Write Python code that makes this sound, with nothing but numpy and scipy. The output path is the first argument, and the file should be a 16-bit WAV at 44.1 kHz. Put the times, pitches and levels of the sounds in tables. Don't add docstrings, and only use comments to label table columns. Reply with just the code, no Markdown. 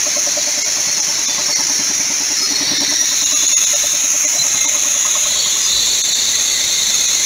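import sys
import numpy as np
from scipy import signal
from scipy.fft import rfft, irfft
from scipy.io import wavfile
from scipy.ndimage import uniform_filter1d

SR = 44100
rng = np.random.default_rng(int(sys.argv[2]) if len(sys.argv) > 2 else 0)


def boost_factor(decibels):
    exponent = np.asarray(decibels, float) / 20
    return 10 ** exponent


def output_pcm(signal):
    pcm = np.clip(np.atleast_2d(signal).T, -1, 1) * 32767
    wavfile.write(sys.argv[1], SR, np.round(pcm).astype(np.int16))


N = 319725
HOP = 256
HZ = np.fft.rfftfreq(1024, 1 / SR)[:, None]
FRAME_S = np.arange(N // HOP + 5) * HOP / SR

# [t/s, turned to the tank end 0-1, nearness to the valve 0-1, jet beam level/dB,
# aim of the port (the microphone hole) at the jet/dB]
WALK_PATH = [(0, 0, 0.1, -16.5, -10), (.7, 0.13, 0.01, -17, -7), (1.3, 0.17, 0.02, -18, -18),
             (2.0, 0, 0, -18, -17), (2.4, 0, 0.05, -17.5, -18), (2.72, 1, 0, -30, -15),
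             (2.95, 0.7, 0, -22.5, -10), (3.2, 0.77, 0.1, -15, -9), (3.45, 1, 0.09, -13.5, 2),
             (3.85, 0.54, 0.21, -14.5, 8.5), (4.05, 0.46, 0.3, -13.5, -2), (4.4, 0.17, 0.53, -14, -1),
             (5.1, 1, 0.46, -14, 3), (5.6, 1, 0.78, -15, 2), (6.3, 1, .9, -15.5, 3.5),
             (7.25, 0.2, 0.67, -14.5, 5)]


def evened(x):
    return x / np.sqrt(np.mean(x ** 2) + 1e-20)


def columns(rows, t):
    s, *values = np.transpose(rows)
    return [np.interp(t, s, v) for v in values]


def swells(rows, base_db, t):
    power = boost_factor(base_db) ** 2
    for s, length, db in rows:
        power = power + boost_factor(db) ** 2 * np.exp(-2 * ((t - s) / length) ** 2)
    return power


def shape(points, lo_hz, hi_hz):
    f, db = np.transpose(points)
    power = boost_factor(np.interp(np.log(HZ + 1), np.log(f + 1), db)) ** 2
    return power / power[(HZ > lo_hz) & (HZ < hi_hz)].sum()


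def hump(hz, width, skirt_db, order=2, above_db=0.0):
    away = (HZ - hz) / width
    peak = np.exp(-abs(away) ** order)
    skirt = boost_factor(skirt_db + above_db * (away > 0)) ** 2 / (1 + away ** 2)
    power = peak + skirt
    return power / power.sum(0)


def patches(bins, frames):
    field = rng.standard_normal((len(FRAME_S), len(HZ))).T
    field = uniform_filter1d(field, bins, 0)
    return evened(uniform_filter1d(field, frames, 1))


def noise(power):
    a, b = rng.standard_normal((len(FRAME_S), len(HZ), 2)).T
    spectrum = np.sqrt(power) * (a + 1j * b)
    return signal.istft(spectrum, nperseg=1024, noverlap=768)[1][:N] * 1.107


def add(mix, s, sound):
    at = round(s * SR)
    mix[at:at + len(sound)] += sound


def motor(patchy_db=2.5):
    # [f/Hz, level/dB per Hz]
    rumble = [(20, -31), (60, -16), (150, -3), (230, -8), (295, -3.5), (370, 0.5), (480, -7.5), (590, 0),
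              (750, -2), (1000, -2), (1600, -11)]
    # [t/s, level/dB]
    loudness = [(0, -37), (1.2, -35), (2.44, -38.5), (2.71, -32), (3.05, -45), (3.7, -44.5), (4.4, -39.5),
                (5.8, -43.5), (7.25, -39.5)]
    # [t/s, length/s, level/dB]
    gusts = [
        (.8, 0.11, -49),
        (2.88, .1, -48),
        (3.33, .08, -48),
        (4.6, 0.2, -41),
        (5.4, .15, -45),
        (5.8, .15, -34),
        (7.09, .12, -51),
    ]
    motor_db, = columns(loudness, FRAME_S)
    near = columns(WALK_PATH, FRAME_S)[1]
    wind = np.exp(-HZ / 60.) / 6.8 * swells(gusts, -73 + 7 * near, FRAME_S)
    power = boost_factor(motor_db) ** 2 * shape(rumble, 100, 1400) * (HZ < 1600) + wind
    return noise(power * boost_factor(patchy_db * patches(bins=2, frames=10)) ** 2)


def pump(open_s=0.038, answer_db=-9, lift_db=6.0):
    # [part, f/Hz, level/dB, entry/s, rise/s, ring/s]
    rings = [(0, 173, 7.5, 0, 0.0026, 0.0047), (0, 133, -8, 0.0087, 0.0037, 0.024),
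             (1, 287.6, 2.5, 0.0055, 0.0037, 0.039), (1, 226, 0, 0.0036, 0.0013, 0.012),
             (1, 371, -0.5, 0.016, 0.0093, 0.027), (2, 594, 8.5, 0.0022, 0.01, 0.023),
             (2, 687, 1, 0.011, 0.0029, 0.016), (3, 882, -0.5, 0.002, 0.0071, 0.11),
             (3, 954, -4, 0.01, 0.0058, 0.19), (3, 800, -6.5, 0.00061, 0.0064, 0.043),
             (4, 1074, 7.5, 0, 0.0018, 0.0071), (4, 1163, 6, 0.0366, 0.0025, 0.012),
             (4, 1274, 0, 0.0043, 0.0063, 0.018)]
    parts_db = [
        -44,
        -45.5,
        -43,
        -45,
        -47.5,
    ]
    # [t/s, length/s, level/dB]
    loud_spots = [
        [(.9, 0.27, -37), (1.7, 0.52, -36), (2.72, .17, -32)],
        [(.15, 0.61, -36.5), (1.9, 0.7, -32.5), (2.7, 0.26, -25), (3.3, 0.21, -36), (4.1, 0.43, -39),
         (4.7, 0.21, -39)],
        [(.27, 0.32, -27.5), (.85, 0.32, -41), (1.47, 0.22, -36.5), (2.82, 0.18, -34), (3.3, 0.48, -41.5),
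         (3.82, 0.15, -32.5), (4.25, 0.22, -37.5), (5.05, .33, -37.5)],
        [(1.1, 0.41, -39), (1.58, 0.11, -29), (2.05, 0.38, -37), (2.8, .25, -35), (4.6, .25, -38),
         (5.1, 0.14, -42)],
        [(.15, 0.26, -34.5), (.75, .15, -39), (1.5, 0.38, -33), (3.15, 0.58, -36), (4.7, 0.38, -32.5),
         (5.1, 0.14, -24), (5.5, 0.34, -33)],
    ]
    first_s, stroke_s = .055, .10193
    times = np.arange(first_s, N / SR, stroke_s)
    near = columns(WALK_PATH, times)[1]
    powers = [swells(rows, db - 3.5 * near, times) for rows, db in zip(loud_spots, parts_db)]
    heard = np.sqrt(powers).T
    chance = rng.standard_normal((len(times), 3, len(rings)))
    t, out = np.arange(2400) / SR, np.zeros(N + SR)
    shut = 1 / (1 + np.exp((t - open_s) / .004))
    for s, parts, (detune, phase, scatter) in zip(times, heard, chance):
        parts = parts * boost_factor(1.2 * scatter[:len(parts)])
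        for (part, hz, db, entry, rise, ring), d, p in zip(rings, detune, phase):
            u = np.maximum(t - entry, 0)
            swell = (1 - np.exp(-(u / rise) ** 2)) * np.exp(-u / ring) * shut
            wave = np.sin(2 * np.pi * (hz * (1 + 0.0142 * d) * t + p))
            tone = parts[round(part)] * boost_factor(db + lift_db) * swell * wave
            add(out, s, tone)
            if hz < 400:
                add(out, s + 0.066, boost_factor(answer_db) * tone)
    return out[:N]


def leak(streak_db=2.5, thread_db=2.0, patchy_db=1.0, flicker_db=2.5, ridge_db=1.5):
    # [t/s, level/dB, centre f/Hz]
    cavity = [(0, -28.5, 4280), (.4, -24, 4350), (.85, -29, 4330), (1.4, -23.5, 4360), (2.2, -32, 4320),
              (2.75, -17.5, 4150), (3.1, -23, 3970), (3.45, -21.5, 3880), (3.9, -23, 3850),
              (4.2, -38, 4230), (4.6, -25, 3770), (5.1, -24.5, 3720), (5.48, -16, 3800),
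              (5.62, -20.5, 3900), (5.8, -12.5, 4030), (5.98, -18, 3980), (6.2, -16, 4020),
              (7.25, -18, 3930)]
    # [f/Hz, level/dB per Hz]
    middle = [(600, -31), (1400, -14.5), (1700, -3.5), (2100, 3), (2600, -2.5), (3000, -5), (3800, 1),
              (4700, -5.5), (6000, 8), (8000, -45)]
    # [f/Hz, level/dB per Hz]
    hiss = [(4000, -6), (7000, 0), (8300, 0), (10000, -1), (12200, -3), (15500, -4)]
    # [t/s, length/s, f/Hz, level/dB]
    glints = [(0.922, 0.061, 4330, -24), (1.563, 0.05, 4374, -20.5), (2.435, 0.033, 5190, -17),
              (3.098, 0.11, 5800, -16.5), (3.416, 0.037, 3500, -23.5), (3.616, 0.043, 3490, -24.5),
              (4.41, 0.021, 4050, -15.5), (4.614, 0.074, 4006, -23.5), (5.443, 0.067, 4440, -25),
              (5.654, 0.035, 5010, -24.5), (4.378, 0.036, 694, -34), (4.802, 0.33, 615, -41.5),
              (5.213, 0.097, 610, -35.5), (6.55, 0.054, 2070, -29.5), (6.74, 0.034, 2140, -28),
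              (1.03, 0.043, 4360, -32), (1.307, 0.039, 3550, -28), (7.055, 0.19, 2080, -32.5),
              (4.26, 0.022, 2220, -32.5), (4.61, 0.052, 2100, -25.5), (6.35, 0.012, 1980, -24.5),
              (2.52, 0.12, 4310, -25)]
    turned, near, upper_db, aim_db = columns(WALK_PATH, FRAME_S)

    lower_db = -19 - 28.5 * near
    upper_hz = 6346 + 251 * turned
    upper_width = 578 - 165 * turned + 280 * near ** 2
    core_db = upper_db - 8.0 + 2.5 * turned - 6.1 * near
    power = boost_factor(lower_db) ** 2 * hump(5640, 410, -14, order=2.4)
    power += boost_factor(upper_db) ** 2 * hump(upper_hz, upper_width, -59)
    power += boost_factor(lower_db - 6.0) ** 2 * hump(5790, 110, -30)
    power += boost_factor(core_db) ** 2 * hump(upper_hz, 160, -30)

    cavity_db, cavity_hz = columns(cavity, FRAME_S)
    cavity_width = 560 + 13 * (cavity_db + 15.5)
    ridges = boost_factor(ridge_db * np.cos(2 * np.pi * (HZ - 4000) / 410)) ** 2
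    cavity_band = hump(cavity_hz, cavity_width, -13.5, order=6, above_db=0.5)
    power += boost_factor(cavity_db - 0.5) ** 2 * cavity_band * ridges

    for s, length, hz, db in glints:
        power += boost_factor(db) ** 2 * hump(hz, 31, -30) * np.exp(-((FRAME_S - s) / length) ** 2)

    middle_db = -30.5 - 0.5 * near - 0.18 * (upper_db + 15)
    hollow = boost_factor(-4.0 * near * np.exp(-((HZ - 2850) / 250) ** 2)) ** 2
    power += boost_factor(middle_db) ** 2 * shape(middle, 1500, 3000) * hollow
    power += boost_factor(-45 + 4 * near) ** 2 * hump(2095, 32, -30)

    treble = boost_factor(-46 + aim_db) ** 2 * shape(hiss, 7900, 8800)
    edge_s = .06
    facing = np.tanh((FRAME_S - 3) / edge_s) - np.tanh((FRAME_S - 4.4) / edge_s)
    treble += boost_factor(-36) ** 2 * hump(15300, 2600, -30) * facing / 2
    flicker = evened(uniform_filter1d(rng.standard_normal(len(FRAME_S)), size=2))
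    power += treble * boost_factor(flicker_db * flicker) ** 2

    streaks = streak_db * patches(bins=2, frames=6)
    broad = patchy_db * patches(bins=5, frames=30)
    threads = thread_db * patches(bins=1, frames=18)
    texture = boost_factor(streaks + broad + threads) ** 2
    return noise(power * texture / texture.mean())


def scene():
    return (motor() + pump() + leak())[None]


def levelled(x, share=0.63, size=2500):
    quick, slow = (uniform_filter1d(x ** 2, n) + 1e-9 for n in (size, 8 * size))
    return x * (slow / quick) ** (share / 2)


def crude_rate(x):
    fine = signal.resample_poly(x, 160, 147)
    nearest = np.round(np.arange(N) * 160 / 147).astype(int)
    return fine[np.minimum(nearest, len(fine) - 1)]


def starve(x, sharpen=0.077, follow=0.85, boost_db=9.5, spare_db=8.0, size=1880):
    # [t/s, loss/dB, share of tones kept 0-1]
    starved = [(.63, 3, .05), (.641, 6, .05), (1.014, 30, .04), (1.269, 26, .04), (1.547, 22, .05),
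               (2.444, 3, .04), (2.791, 12, .05), (2.901, 3, .05), (3.252, 28, .04), (3.347, 14, .04),
               (3.474, 24, .04), (3.539, 45, .04), (3.56, 45, .04), (3.658, 20, .05), (3.752, 20, .05),
               (4.264, 28, .04), (4.669, 28, .035), (6.02, 4, .03), (6.033, 9, .04), (6.142, 24, .04),
               (7.068, 7, .04), (7.083, 2, .03)]
    z = signal.stft(x, nperseg=1024, noverlap=768)[2]
    around = uniform_filter1d(abs(z), size=9, axis=0) + 1e-9
    z *= (abs(z) / around) ** sharpen
    x = signal.istft(z, nperseg=1024, noverlap=768)[1][:N] * boost_factor(-2.0)
    window = np.sin(np.pi * (np.arange(size) + .5) / size)
    left, lines = np.ones(N), np.zeros(N)
    for s, loss_db, share in starved:
        a = round(s * SR) - size // 2
        z = rfft(x[a:a + size] * window)
        level = np.log(abs(z) + 1e-9)
        stands = level - follow * uniform_filter1d(level, size // 30)
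        kept = stands > np.quantile(stands[:size // 3], 1 - share)
        smooth = uniform_filter1d(abs(z), size // 60)
        spared = (smooth > smooth.max() * boost_factor(-spare_db)) & (loss_db < 40)
        kept &= ~spared
        lines[a:a + size] += 0.94 * (1 - boost_factor(-loss_db)) * window * irfft(z * spared, size)
        lines[a:a + size] += boost_factor(boost_db) * window * irfft(z * kept, size) / 2
        left[a:a + size] -= window ** 2 * (1 - boost_factor(-loss_db) ** 2)
    return x * np.sqrt(np.maximum(left, 6e-4)) + lines


def low_pass(x):
    return signal.sosfilt(signal.butter(12, 16480, fs=SR, output="sos"), x)


def record(dry):
    phone = starve(crude_rate(levelled(dry[0])))
    edge = signal.firwin(801, 15760, window=("kaiser", 9), fs=SR)
    limited = signal.oaconvolve(phone, edge, "same")
    return low_pass(limited[None])


dry = scene()
out = record(dry)
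output_pcm(out)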